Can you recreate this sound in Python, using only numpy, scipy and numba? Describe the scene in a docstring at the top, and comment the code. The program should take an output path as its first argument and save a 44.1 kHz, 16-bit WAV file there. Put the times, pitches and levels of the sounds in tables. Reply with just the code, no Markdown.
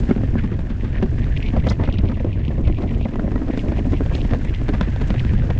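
"""Wind buffets the microphone over the rumble and hiss of a luge running down an ice track.
The camera rides on the sled, so bumps in the ice knock and rattle both the shell and the mount.
The steel runners throw up ice dust and flakes, climb in pitch under load and zip wherever an edge
bites. Now and then a splinter ticks against the camera, or the sled bottoms out with a heavy thud."""
import sys
import numpy as np
from scipy import signal
from scipy.fft import rfft, irfft
from scipy.io import wavfile
from scipy.ndimage import uniform_filter1d
from numba import njit

SR = 44100
rng = np.random.default_rng(int(sys.argv[2]) if len(sys.argv) > 2 else 0)


def transcribe(signal):
    """Save signal, clipped to [-1, 1], as a 16-bit WAV file at the path in sys.argv[1]."""
    frames = np.atleast_2d(signal).T
    limited = np.clip(frames, -1, 1)
    pcm = np.round(limited * 32767).astype(np.int16)
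    wavfile.write(sys.argv[1], SR, pcm)


N = 246519
T = np.arange(N) / SR
TOP_HZ = 11500


def undb(db):
    """Decibels to gain."""
    return 10 ** (np.asarray(db) / 20)


def unit(x):
    """Scale to rms 1."""
    return x / np.sqrt(np.mean(x ** 2))


def fader(table, column=1):
    """Level automation: straight ramps between the timed points of one column."""
    points = np.transpose(table)
    return np.interp(T, points[0], points[column])


def walk(rate):
    """Smooth random drift with rms 1, heading for a new value `rate` times a second."""
    hold = int(SR / rate)
    steps = rng.standard_normal(N)[np.arange(N) // hold]
    return unit(uniform_filter1d(uniform_filter1d(steps, hold), hold))


def colour(x, spectrum, size=8192):
    """Minimum-phase EQ through (frequency [Hz], gain [dB]) points: nothing rings ahead of a hit."""
    hz, db = np.transpose(spectrum)
    bins = np.maximum(np.fft.rfftfreq(size, 1 / SR), 1)
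    cepstrum = irfft(np.log(undb(np.interp(np.log(bins), np.log(hz), db))))
    cepstrum[1:size // 2] *= 2
    cepstrum[size // 2 + 1:] = 0
    return signal.fftconvolve(x, irfft(np.exp(rfft(cepstrum))))[:len(x)]


def ring(force, modes, detune):
    """Damped modes driven by a force; every contact point weights them differently."""
    t = np.arange(len(force)) / SR
    response = np.zeros(len(force))
    for hz, t60, db in modes:
        decay = undb(db + 2 * rng.standard_normal() - 60 * t / t60)
        response += decay * np.sin(2 * np.pi * hz * detune * t)
    return signal.fftconvolve(force, response)[:len(force)]


def grains(rate, spread_db, count=N):
    """Tiny contacts at random moments, a few much larger than the rest."""
    size = undb(spread_db * np.minimum(rng.exponential(size=count), 4))
    return unit((rng.random(count) < rate / SR) * size * rng.choice([-1, 1], count))


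def slips(rate, half_s, spread_db):
    """Short surges at random moments, as steel catches and lets go; rms 1."""
    size = undb(spread_db * np.clip(rng.standard_normal(N), -2, 2))
    catches = (rng.random(N) < rate / SR) * size
    surge = signal.windows.gaussian(1025, half_s * SR)
    return unit(np.abs(signal.fftconvolve(catches, surge, "same")))


@njit
def resonate(x, hz, damping):
    """Swept state-variable filter; gives (band-pass, high-pass)."""
    band, high = np.empty(len(x)), np.empty(len(x))
    band_state, low_state = 0., 0.
    for i in range(len(x)):
        g = np.tan(np.pi * hz[i] / SR)
        v = (band_state + g * (x[i] - low_state)) / (1 + g * (g + damping))
        low = low_state + g * v
        band[i], high[i] = damping * v, x[i] - damping * v - low
        band_state, low_state = 2 * v - band_state, 2 * low - low_state
    return band, high


# fader moves of the airstream: (time [s], level [dB])
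WIND_LEVELS = [(0.0, -17), (0.12, -24.5), (0.33, -17.5), (0.83, -25.5), (0.95, -20), (1.59, -18),
               (2.43, -23), (2.71, -18), (2.8, -23), (2.95, -22), (3.05, -21), (3.13, -31), (3.16, -24.5),
               (3.45, -21), (4.33, -19.5), (4.41, -22), (4.5, -18.5), (4.88, -22), (5.05, -18.5),
               (5.23, -17.5), (5.33, -16), (5.59, -18.5)]
# sub-heavy tone of the buffeting: (frequency [Hz], gain [dB])
WIND_EQ = [(12, -7), (28, 3), (45, 1), (70, -1), (100, -2.5), (130, -4.5), (180, -13.5), (260, -36),
           (500, -32.5), (1200, -88.5)]
def wind(gust_db=1.37, gusts_per_s=14, trim_db=1.5):
    """Eddies on the microphone port: a deep, tumbling pressure that comes in gusts."""
    eddies = unit(colour(rng.standard_normal(N), WIND_EQ))
    # the airstream is steady, so its strength over several eddies varies little
    strength = np.sqrt(uniform_filter1d(eddies ** 2, size=5000))
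    return eddies / strength * undb(fader(WIND_LEVELS) + trim_db + gust_db * walk(gusts_per_s))


# fader moves of the sled on the ice: (time [s], shell rumble [dB], runner hiss [dB], ice spray [dB])
RIDE_LEVELS = [(0.0, -27.5, -44, -56.5), (0.721, -33.5, -47.5, -62.5), (1.231, -29, -47.5, -59),
               (1.52, -32.5, -48, -59.5), (2.02, -29.5, -49, -62.5), (2.44, -31, -47.5, -63),
               (2.74, -29, -54, -62), (3.111, -30, -48.5, -61), (3.3, -27.5, -46.5, -60),
               (3.61, -27, -47.5, -57), (4.47, -31, -45.5, -57), (5.151, -32, -39, -56.5),
               (5.59, -29.5, -44.5, -58)]
# hollow body of the rumble: (frequency [Hz], gain [dB])
RUMBLE_EQ = [(110, -20), (180, -1), (230, 4), (320, -1), (430, -9), (520, -14.5), (640, -13), (850, -24.5),
             (1050, -24.5), (1350, -33.5), (2200, -52), (4000, -82.5)]
def rumble(trim_db=-0.5):
    """The fine roughness of the ice drums on the sled."""
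    roughness = grains(rate=600, spread_db=3.3) * undb(3 * walk(55))
    return unit(colour(roughness, RUMBLE_EQ)) * undb(fader(RIDE_LEVELS) + trim_db)


# what reaches the camera from the runners: (frequency [Hz], gain [dB])
SCRAPE_EQ = [(2800, 5), (4000, 0.5), (4900, -10), (5700, -3.5), (7200, -16.5), (8500, -25.5),
             (12000, -47.5)]
def scrape(force, pitch, damping=0.16):
    """Grit rings the steel-on-ice contact: little gets through below resonance, the top falls slowly."""
    _, resonant = resonate(force, pitch, damping)
    _, low_cut = resonate(resonant, 0.88 * pitch, 0.7)
    hiss, _ = resonate(low_cut, 1.5 * pitch, 0.59)
    return unit(colour(hiss, SCRAPE_EQ)) * np.std(force)


# modes of the steel, before detuning: (frequency [Hz], t60 [s], level [dB])
STEEL_MODES = [(5175, 0.046, -1), (5820, 0.05, 0), (6400, 0.03, 7)]
# midrange rasp of the sled's frame: (frequency [Hz], gain [dB])
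FRAME_EQ = [(400, -18.5), (750, 0), (1050, -2), (1350, -8), (2000, -12), (5000, -46.5)]
def runners(hiss_db, trim_db=-2.5, frame_db=-5.5, grind_db=-12, steel_db=-19, sing_share=0.34):
    """Steel grinds on ice: the edges scrape, sing and zip, the blades ring faintly, the frame rasps."""
    contact_hz, bite_power, chatter = edge_bites()
    glide = undb(hiss_db + trim_db)
    grit = grains(rate=4000, spread_db=2.3) * unit(1 + 0.6 * slips(130, half_s=0.001, spread_db=3.5))
    force = grit * np.sqrt(glide ** 2 + (1 - sing_share) * bite_power * (1 + chatter ** 2) / 2)
    pitch = np.clip(contact_hz * np.exp(0.04 * walk(40) + 0.05 * walk(170)), 500, 8000)
    edge = scrape(force, pitch) + sing(pitch, sing_share * bite_power) + zips()
    steel = unit(ring(edge, STEEL_MODES, detune=0.99)) * np.std(edge) * undb(steel_db)
    # a lightly loaded runner skitters and makes the frame rasp; a pressed one holds it still
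    skitter = glide * undb(frame_db) * np.sqrt(CONTACT_HZ / contact_hz)
    # a biting edge grinds through to the frame as well
    rasp = unit(colour(grit, FRAME_EQ)) * np.sqrt(skitter ** 2 + undb(grind_db) ** 2 * bite_power)
    return edge + steel + rasp


# puffs of ice dust: (time [s], level [dB], power fade [s])
DUST_PUFFS = [(1.7, -42.5, 0.0078), (3.585, -52.5, 0.036), (3.92, -52.5, 0.018), (4.155, -49, 0.034),
              (5.19, -52.5, 0.054)]
# airy tone of the dust: (frequency [Hz], gain [dB])
SPRAY_EQ = [(1500, -1.5), (3000, -2.5), (4000, -0.5), (5000, -1), (5600, -3), (7000, -5), (7900, -11.5),
            (8600, -19.5), (10000, -26), (12000, -46.5)]
def spray(spray_db, rise_s=0.0072):
    """Ice dust thrown up by the runners: a fine hiss that swells in puffs."""
    dust = grains(rate=9000, spread_db=2.5) * undb(walk(50))
    power = undb(spray_db) ** 2
    for s, db, fade_s in DUST_PUFFS:
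        power += undb(db) ** 2 * np.exp(-np.abs(T - s) / np.where(T < s, rise_s, fade_s))
    return unit(colour(dust, SPRAY_EQ)) * np.sqrt(power)


# crisp tone of the ice flakes: (frequency [Hz], gain [dB])
FLAKE_EQ = [(800, -6), (2500, 4.5), (5000, 1.5), (7500, -0.5), (9000, -18), (12000, -29.5)]
def flakes(spray_db, trim_db=-7.5, bursts_per_s=16):
    """Flakes of ice break off and patter on the sled in short, bright bursts."""
    patter = grains(rate=3000, spread_db=2.5) * slips(bursts_per_s, half_s=0.0049, spread_db=-2.5)
    return unit(colour(patter, FLAKE_EQ)) * undb(spray_db + trim_db)


MOUNT_HZ = 236.5  # joint pitch of the mount's modes; a blow can shift it
# modes of the camera mount: (frequency [Hz], t60 [s], level [dB])
MOUNT_MODES = [(236, 0.072, 6), (268, 0.05, -4), (374, 0.064, -6.5)]
# modes of the shell, three for the clack, then the clatter: (frequency [Hz], t60 [s], level [dB])
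SHELL_MODES = [(520, 0.031, 10.5), (595, 0.025, 3.5), (717, 0.017, 8.5), (927, 0.019, -3),
               (995, 0.029, 0.5), (1251, 0.01, 9.5), (1684, 0.033, -1), (1927, 0.055, -2)]
# what the padded mount lets through: (frequency [Hz], gain [dB])
PAD_EQ = [(90, -6.5), (190, 0.5), (700, 0.5), (1500, -9.5), (2500, -10.5), (4000, -2.5), (8000, -43.5)]
def knock(thump_db, clack_db, clatter_db, crack_db, rattle_s, mount_hz, body_db=-0.27, top_db=3.5):
    """One bump: a blow inside a short rattle rings mount and shell, with a crack of steel on ice."""
    t = np.arange(8192) / SR - 0.02
    envelope = np.exp(-np.abs(t) / np.where(t < 0, 0.4 * rattle_s, rattle_s))
    rattle = grains(rate=2500, spread_db=3.5, count=len(t)) * envelope
    blow = signal.unit_impulse(len(t), np.argmax(t >= 0))
    detune = np.exp(0.045 * rng.standard_normal())
    thump = colour(ring(blow + 0.083 * rattle, MOUNT_MODES, mount_hz / MOUNT_HZ), PAD_EQ)
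    clack = colour(ring(blow + 0.16 * rattle, SHELL_MODES[:3], detune), PAD_EQ)
    clatter = colour(ring(blow + 0.16 * rattle, SHELL_MODES[3:], detune), PAD_EQ)
    layers = [(thump, thump_db + body_db), (clack, clack_db + body_db),
              (clatter, clatter_db + top_db), (crack(blow, rattle), crack_db + top_db)]
    # each level is an rms, as if the layer's energy fell within 17 ms
    return sum(x * undb(db) / np.sqrt(np.sum(x ** 2) / (0.017 * SR)) for x, db in layers)


# hard, bright tone of steel hitting ice: (frequency [Hz], gain [dB])
CRACK_EQ = [(600, -46), (1500, 12.5), (2500, 12.5), (3600, 11), (5000, -1.5), (7000, -11), (8200, -23.5),
            (9500, -29), (13000, -47)]
def crack(blow, rattle):
    """The runner strikes the ice: the dry attack on top of a knock."""
    return colour(blow + 0.13 * rattle, CRACK_EQ)


# mix of a small bump against the rumble fader: (thump [dB], clack [dB], clatter [dB], crack [dB])
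JOLT_MIX = [1.5, -11.5, -19, -23.5]
def jolts(per_s=7, spread_db=1, rattle_s=0.0079, count=80):
    """Cues for small bumps at uneven intervals, stronger where the ice is rough; rows as in BIG_BUMPS."""
    chance = rng.standard_normal((count, 5))
    times = (np.arange(count) + 0.5 + 0.3 * chance[:, 0]) / per_s
    rumble_db = np.interp(times, T, fader(RIDE_LEVELS))
    levels = rumble_db[:, None] + JOLT_MIX + spread_db * chance[:, 1:]
    return [(s, *mix, rattle_s, MOUNT_HZ) for s, mix in zip(times, levels) if s < T[-1]]


# the big bumps in the ice: (time [s], mount thump [dB], shell clack [dB], shell clatter [dB],
# steel crack [dB], rattle decay [s], mount pitch [Hz])
BIG_BUMPS = [(0.09, -14.5, -30, -42, -46, 0.0099, 223), (0.109, -10, -26, -33.5, -42, 0.0055, 234),
             (0.161, -19.5, -51, -55, -53, 0.0041, 234), (0.234, -20.5, -32, -46, -53, 0.0036, 260),
             (0.354, -15.5, -39.5, -42, -60, 0.0018, 224), (0.37, -25, -51, -46, -63, 0.032, 208),
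             (0.437, -18, -49, -40.5, -48.5, 0.01, 244), (0.447, -21.5, -51, -52, -62, 0.002, 252),
             (0.518, -22, -48, -44, -53, 0.01, 211), (0.59, -25, -41, -44, -50, 0.0044, 205),
             (0.701, -21, -49, -44.5, -48, 0.018, 218), (0.847, -24.5, -41.5, -41, -47.5, 0.021, 213),
             (1.026, -13, -26.5, -39, -41, 0.0092, 235), (1.536, -17.5, -29, -37.5, -48, 0.026, 242),
             (1.565, -22, -22.5, -36.5, -45, 0.0099, 225), (1.669, -20.5, -22.5, -31.5, -40, 0.0076, 247),
             (1.708, -19.5, -28, -30.5, -43, 0.012, 210), (1.798, -20.5, -28, -36, -70, 0.016, 237),
             (1.812, -46, -39, -34.5, -57, 0.023, 275), (1.837, -39, -28, -40.0, -42.5, 0.011, 230),
             (1.875, -23, -32.5, -37, -51, 0.002, 240), (1.888, -23.5, -27, -37.5, -52, 0.0017, 253),
             (1.986, -21.5, -39, -44.5, -46, 0.0051, 200), (2.04, -22, -41, -52, -62, 0.0017, 191),
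             (2.096, -19.5, -32.5, -40.5, -51, 0.013, 231), (2.117, -28, -42.5, -42, -52, 0.0054, 243),
             (2.203, -26, -30.5, -49, -55, 0.0055, 244), (2.245, -20.5, -28.5, -49, -53, 0.0022, 309),
             (2.48, -20.5, -44, -54, -63, 0.011, 222), (2.505, -31, -33.5, -60, -70, 0.013, 252),
             (2.579, -32, -34, -49, -55, 0.0054, 196), (2.677, -25, -30.5, -43, -51, 0.014, 193),
             (2.698, -20.5, -41, -55, -56, 0.0059, 194), (2.819, -24, -32.5, -40, -47, 0.023, 260),
             (2.838, -20.5, -29.5, -49, -54, 0.014, 249), (2.915, -21.5, -38, -50, -60, 0.024, 234),
             (2.965, -29.5, -37, -55, -63, 0.0073, 250), (3.01, -27, -37, -48, -55, 0.0041, 254),
             (3.056, -18.5, -28, -43, -56, 0.0087, 214), (3.11, -30, -44, -50, -64, 0.0046, 246),
             (3.156, -22, -34, -36, -51, 0.0025, 235), (3.194, -24.5, -34, -37, -55, 0.0033, 261),
             (3.24, -20, -31, -57, -62, 0.0086, 198), (3.276, -26.5, -28.5, -49, -57, 0.0044, 260),
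             (3.357, -19.5, -42, -35.5, -53, 0.0019, 266), (3.416, -22.5, -44, -44, -54, 0.016, 269),
             (3.536, -23.5, -31.5, -49, -50.5, 0.014, 285), (3.574, -19.5, -39, -44, -46.5, 0.0026, 265),
             (3.68, -23.5, -48, -58, -58, 0.0078, 220), (3.72, -19.5, -32.5, -48, -51, 0.0054, 257),
             (3.789, -19.5, -30, -56, -57, 0.0025, 260), (3.853, -25.5, -33.5, -47.5, -60, 0.0049, 268),
             (3.868, -27, -47, -58.5, -58, 0.0033, 260), (3.932, -18, -31, -39.5, -45, 0.012, 288),
             (4.006, -18.5, -35, -41, -51, 0.0052, 263), (4.06, -32, -31.5, -47, -48.5, 0.0065, 272),
             (4.114, -30, -31, -38, -57, 0.033, 209), (4.15, -22, -33, -49, -44.5, 0.003, 235),
             (4.249, -21, -35.5, -40.5, -46.5, 0.0093, 225), (4.308, -20.5, -34, -39, -44.5, 0.016, 228),
             (4.323, -27, -30.5, -41, -53, 0.0018, 231), (4.334, -26.5, -24, -38, -41.5, 0.0036, 278),
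             (4.346, -35, -32, -39, -48, 0.0049, 260), (4.447, -29, -39, -46, -47.5, 0.0086, 224),
             (4.614, -34, -36, -51, -51.5, 0.0027, 248), (4.682, -26.5, -36, -42, -47, 0.0022, 251),
             (4.688, -17, -32, -43, -40, 0.0072, 253), (4.737, -19.5, -30.5, -33.5, -42, 0.013, 205),
             (4.81, -18.5, -26.5, -31, -35, 0.0033, 201), (4.828, -27, -37, -42, -44.5, 0.015, 206),
             (4.96, -43, -33.5, -52, -48, 0.0037, 195), (5.014, -21, -34, -39.5, -43.5, 0.0084, 267),
             (5.102, -16, -28, -38.5, -39.5, 0.0058, 216), (5.141, -29, -32.5, -41, -47.5, 0.0048, 240),
             (5.248, -21.5, -42, -48, -46.5, 0.0023, 216), (5.334, -17.5, -51, -41, -48, 0.0048, 208),
             (5.502, -23, -27, -34, -43, 0.0056, 192)]
def bumps(preroll_s=0.0185):
    """Every bump along the track, big or small, knocks the sled once."""
    out = np.zeros(N + SR)
    for s, *blow in BIG_BUMPS + jolts():
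        hit = knock(*blow)
        start = max(int((s - preroll_s) * SR), 0)
        out[start:start + len(hit)] += hit
    return out[:N]


CONTACT_HZ = 1630  # resonance of an unloaded runner on the ice
# an edge loads up, sings, then lets go: (release time [s], top pitch [Hz], level [dB], build-up [s])
EDGE_BITES = [(0.398, 1590, -35.5, 0.023), (0.95, 1560, -42, 0.03), (0.985, 1747, -38, 0.02),
              (1.19, 1630, -40.5, 0.012), (1.236, 1950, -40.5, 0.016), (1.325, 1670, -41.5, 0.019),
              (1.373, 2095, -40.5, 0.017), (1.415, 1910, -46, 0.018), (1.464, 2476, -37.5, 0.03),
              (1.487, 2590, -40.5, 0.02), (1.598, 2330, -47, 0.025), (1.645, 1960, -43.5, 0.019),
              (1.668, 2770, -43, 0.0085), (1.701, 3940, -37.5, 0.017), (1.722, 3550, -46, 0.01),
              (1.86, 2410, -48, 0.025), (1.898, 2480, -47.5, 0.042), (1.948, 2940, -46.5, 0.025),
              (1.986, 3000, -49, 0.011), (2.088, 2460, -47.5, 0.025), (2.145, 2520, -54.5, 0.014),
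              (2.347, 2480, -51.5, 0.042), (2.485, 2270, -52, 0.02), (2.675, 2525, -44, 0.024),
              (2.714, 2316, -49, .014), (2.778, 2510, -47.5, 0.023), (2.902, 2180, -44, 0.022),
              (2.949, 2390, -50, 0.019), (3.043, 2650, -49.5, .045), (3.545, 1754, -43.5, .04),
              (3.605, 2436, -42.5, 0.027), (3.789, 1980, -42.5, 0.04), (3.971, 2260, -47, 0.045),
              (4.151, 2860, -40.5, 0.025), (4.208, 2630, -51.5, .03), (4.495, 1970, -46, 0.038),
              (4.551, 2184, -41.5, 0.012), (5.196, 2450, -45.5, 0.013), (5.3, 1886, -43, 0.018)]
def edge_bites(release_s=0.0096, slip_rise=0.032, curve_s=2.6, curve_half_s=0.45, curve_lift_hz=230):
    """Each bite raises the contact's pitch and power as the load builds; the edge sticks and slips."""
    # the long banked curve presses the runners down and lifts their resonance
    rest_hz = CONTACT_HZ + curve_lift_hz * np.exp(-((T - curve_s) / curve_half_s) ** 2)
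    pitch, power, catch = rest_hz, np.zeros(N), np.zeros(N)
    chatter = slips(rate=76, half_s=0.0021, spread_db=0.5)
    for s, top_hz, db, build_s in EDGE_BITES:
        load = np.exp(-((T - s) / np.where(T < s, build_s, release_s)) ** 2)
        pitch = np.maximum(pitch, rest_hz + (top_hz - rest_hz) * load ** 0.73)
        power += undb(db) ** 2 * load
        # whenever the edge catches, the contact stiffens for a moment
        catch += slip_rise * load * (np.minimum(chatter, 2) - 1)
    return pitch * np.exp(catch), power, chatter


def sing(pitch, power, damping=0.13):
    """Under load the contact resonance sings: a narrow band of noise that follows its pitch."""
    band, _ = resonate(rng.standard_normal(N), pitch, damping)
    tone, _ = resonate(band, pitch, damping)
    return tone * np.sqrt(power / uniform_filter1d(tone ** 2, size=600))


# an edge snaps over a ridge in the ice: (time [s], starting pitch [Hz], peak level [dB])
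RIDGE_ZIPS = [(0.388, 1730, -33.5), (0.394, 1944, -30.5), (0.5297, 1916, -35.5), (0.955, 1764, -28),
              (0.984, 1857, -29.5), (1.183, 1600, -29), (1.195, 1887, -34.5), (1.235, 1990, -35),
              (1.322, 1870, -40.5), (1.369, 2220, -29.5), (1.374, 2475, -25.5), (1.404, 2110, -31.5),
              (1.428, 2307, -24.5), (1.463, 2475, -31), (1.486, 2430, -28.5), (1.598, 2290, -36),
              (1.688, 3500, -29), (1.698, 4030, -28), (1.701, 4710, -26.5), (1.722, 3860, -36.5),
              (1.926, 2970, -31), (1.985, 3050, -29.5), (1.99, 3270, -39.5), (2.088, 2775, -33.5),
              (2.199, 1980, -32), (2.33, 2220, -33), (2.451, 2263, -30), (2.481, 2446, -30.5),
              (2.656, 2440, -36.5), (2.675, 3120, -33.5), (2.726, 2200, -34.5), (2.747, 2430, -36),
              (2.771, 2430, -37), (2.824, 3490, -42.5), (2.892, 2210, -36), (2.948, 2630, -38),
              (3.012, 2335, -34.5), (3.029, 2910, -39), (3.049, 2880, -37.5), (3.533, 1880, -30.5),
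              (3.583, 1990, -37.5), (3.593, 2330, -27.5), (3.685, 2016, -30), (3.7828, 2060, -36),
              (3.972, 2360, -33.5), (4.097, 1773, -32.5), (4.152, 3236, -26), (4.2161, 2560, -28),
              (4.294, 1670, -32), (4.496, 2310, -30.5), (4.548, 2626, -28.5), (5.182, 1900, -35.5),
              (5.196, 2665, -24.5), (5.294, 2016, -33)]
# what the sled passes on of a zip: (frequency [Hz], gain [dB])
ZIP_EQ = [(6000, 0.5), (7500, -10), (9500, -30)]
def zips(rise_s=0.0011, fade_s=0.00074, doubling_s=0.0017, roughness=0.17, count=1024):
    """Each ridge stiffens the contact for an instant: a sharp, gritty chirp that shoots upward."""
    out = np.zeros(N + count)
    t = (np.arange(count) - count // 4) / SR
    climb = 1 + np.logaddexp(0, 4 * t / doubling_s) / 4  # flat, then bending into a straight rise
    envelope = np.exp(np.where(t < 0, -(t / rise_s) ** 2, -t / fade_s))
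    for s, hz, db in RIDGE_ZIPS:
        grit = unit(uniform_filter1d(rng.standard_normal(count), size=12))
        phase = 2 * np.pi * (np.cumsum(np.minimum(hz * climb, TOP_HZ)) / SR + rng.random())
        start = int(s * SR) - count // 4
        out[start:start + count] += undb(db) * envelope * (1 + roughness * grit) * np.sin(phase)
    return colour(out[:N], ZIP_EQ)


# hits of ice splinters: (time [s], level [dB])
SPLINTER_HITS = [(1.671, -59), (1.6995, -56), (4.34, -54), (4.449, -50.5), (4.69, -51), (4.735, -60),
                 (5.334, -61)]
# their glassy tone: (frequency [Hz], gain [dB])
SPLINTER_EQ = [(2500, -24), (7000, 4), (10500, -6), (13000, -13)]
def splinters(fade_s=0.0016):
    """Single splinters of ice strike the camera: tiny, very bright ticks."""
    envelope = sum(undb(db) * np.exp(-np.abs(T - s) / fade_s) for s, db in SPLINTER_HITS)
    return unit(colour(rng.standard_normal(N), SPLINTER_EQ)) * envelope


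# dips in the track: (time [s], level [dB])
DIP_THUDS = [(1.693, -21.5), (2.037, -16.5), (2.672, -14), (2.85, -24), (3.915, -22), (4.33, -17)]
# low modes of the whole sled, before detuning: (frequency [Hz], t60 [s], level [dB])
SLED_MODES = [(93, 0.17, 7.5), (122, 0.11, 4.5), (167.5, 0.074, -1.5)]
def thuds(push_s=0.00069, rms_window_s=0.064):
    """The sled bottoms out in a dip: a soft, heavy push shakes all of it."""
    out = np.zeros(N)
    for s, db in DIP_THUDS:
        push = np.exp(-0.5 * ((T - s) / push_s) ** 2)
        shake = ring(push, SLED_MODES, detune=0.93)
        out += shake * undb(db) / np.sqrt(np.sum(shake ** 2) / (rms_window_s * SR))
    return out


def scene():
    """Wind, sled and ice in mono at the camera: a continuous bed with hits on top."""
    hiss_db, spray_db = fader(RIDE_LEVELS, column=2), fader(RIDE_LEVELS, column=3)
    bed = wind() + rumble() + runners(hiss_db) + spray(spray_db) + flakes(spray_db)
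    return (bed + thuds() + splinters() + bumps())[None]


def record(dry, drive=0.99):
    """The camera rounds the loudest peaks and cuts the top."""
    rounded = np.tanh(drive * dry) / drive
    high_cut = signal.ellip(8, 0.2, 70, TOP_HZ, fs=SR, output="sos")
    return signal.sosfilt(high_cut, rounded)


dry = scene()
out = record(dry)
transcribe(out)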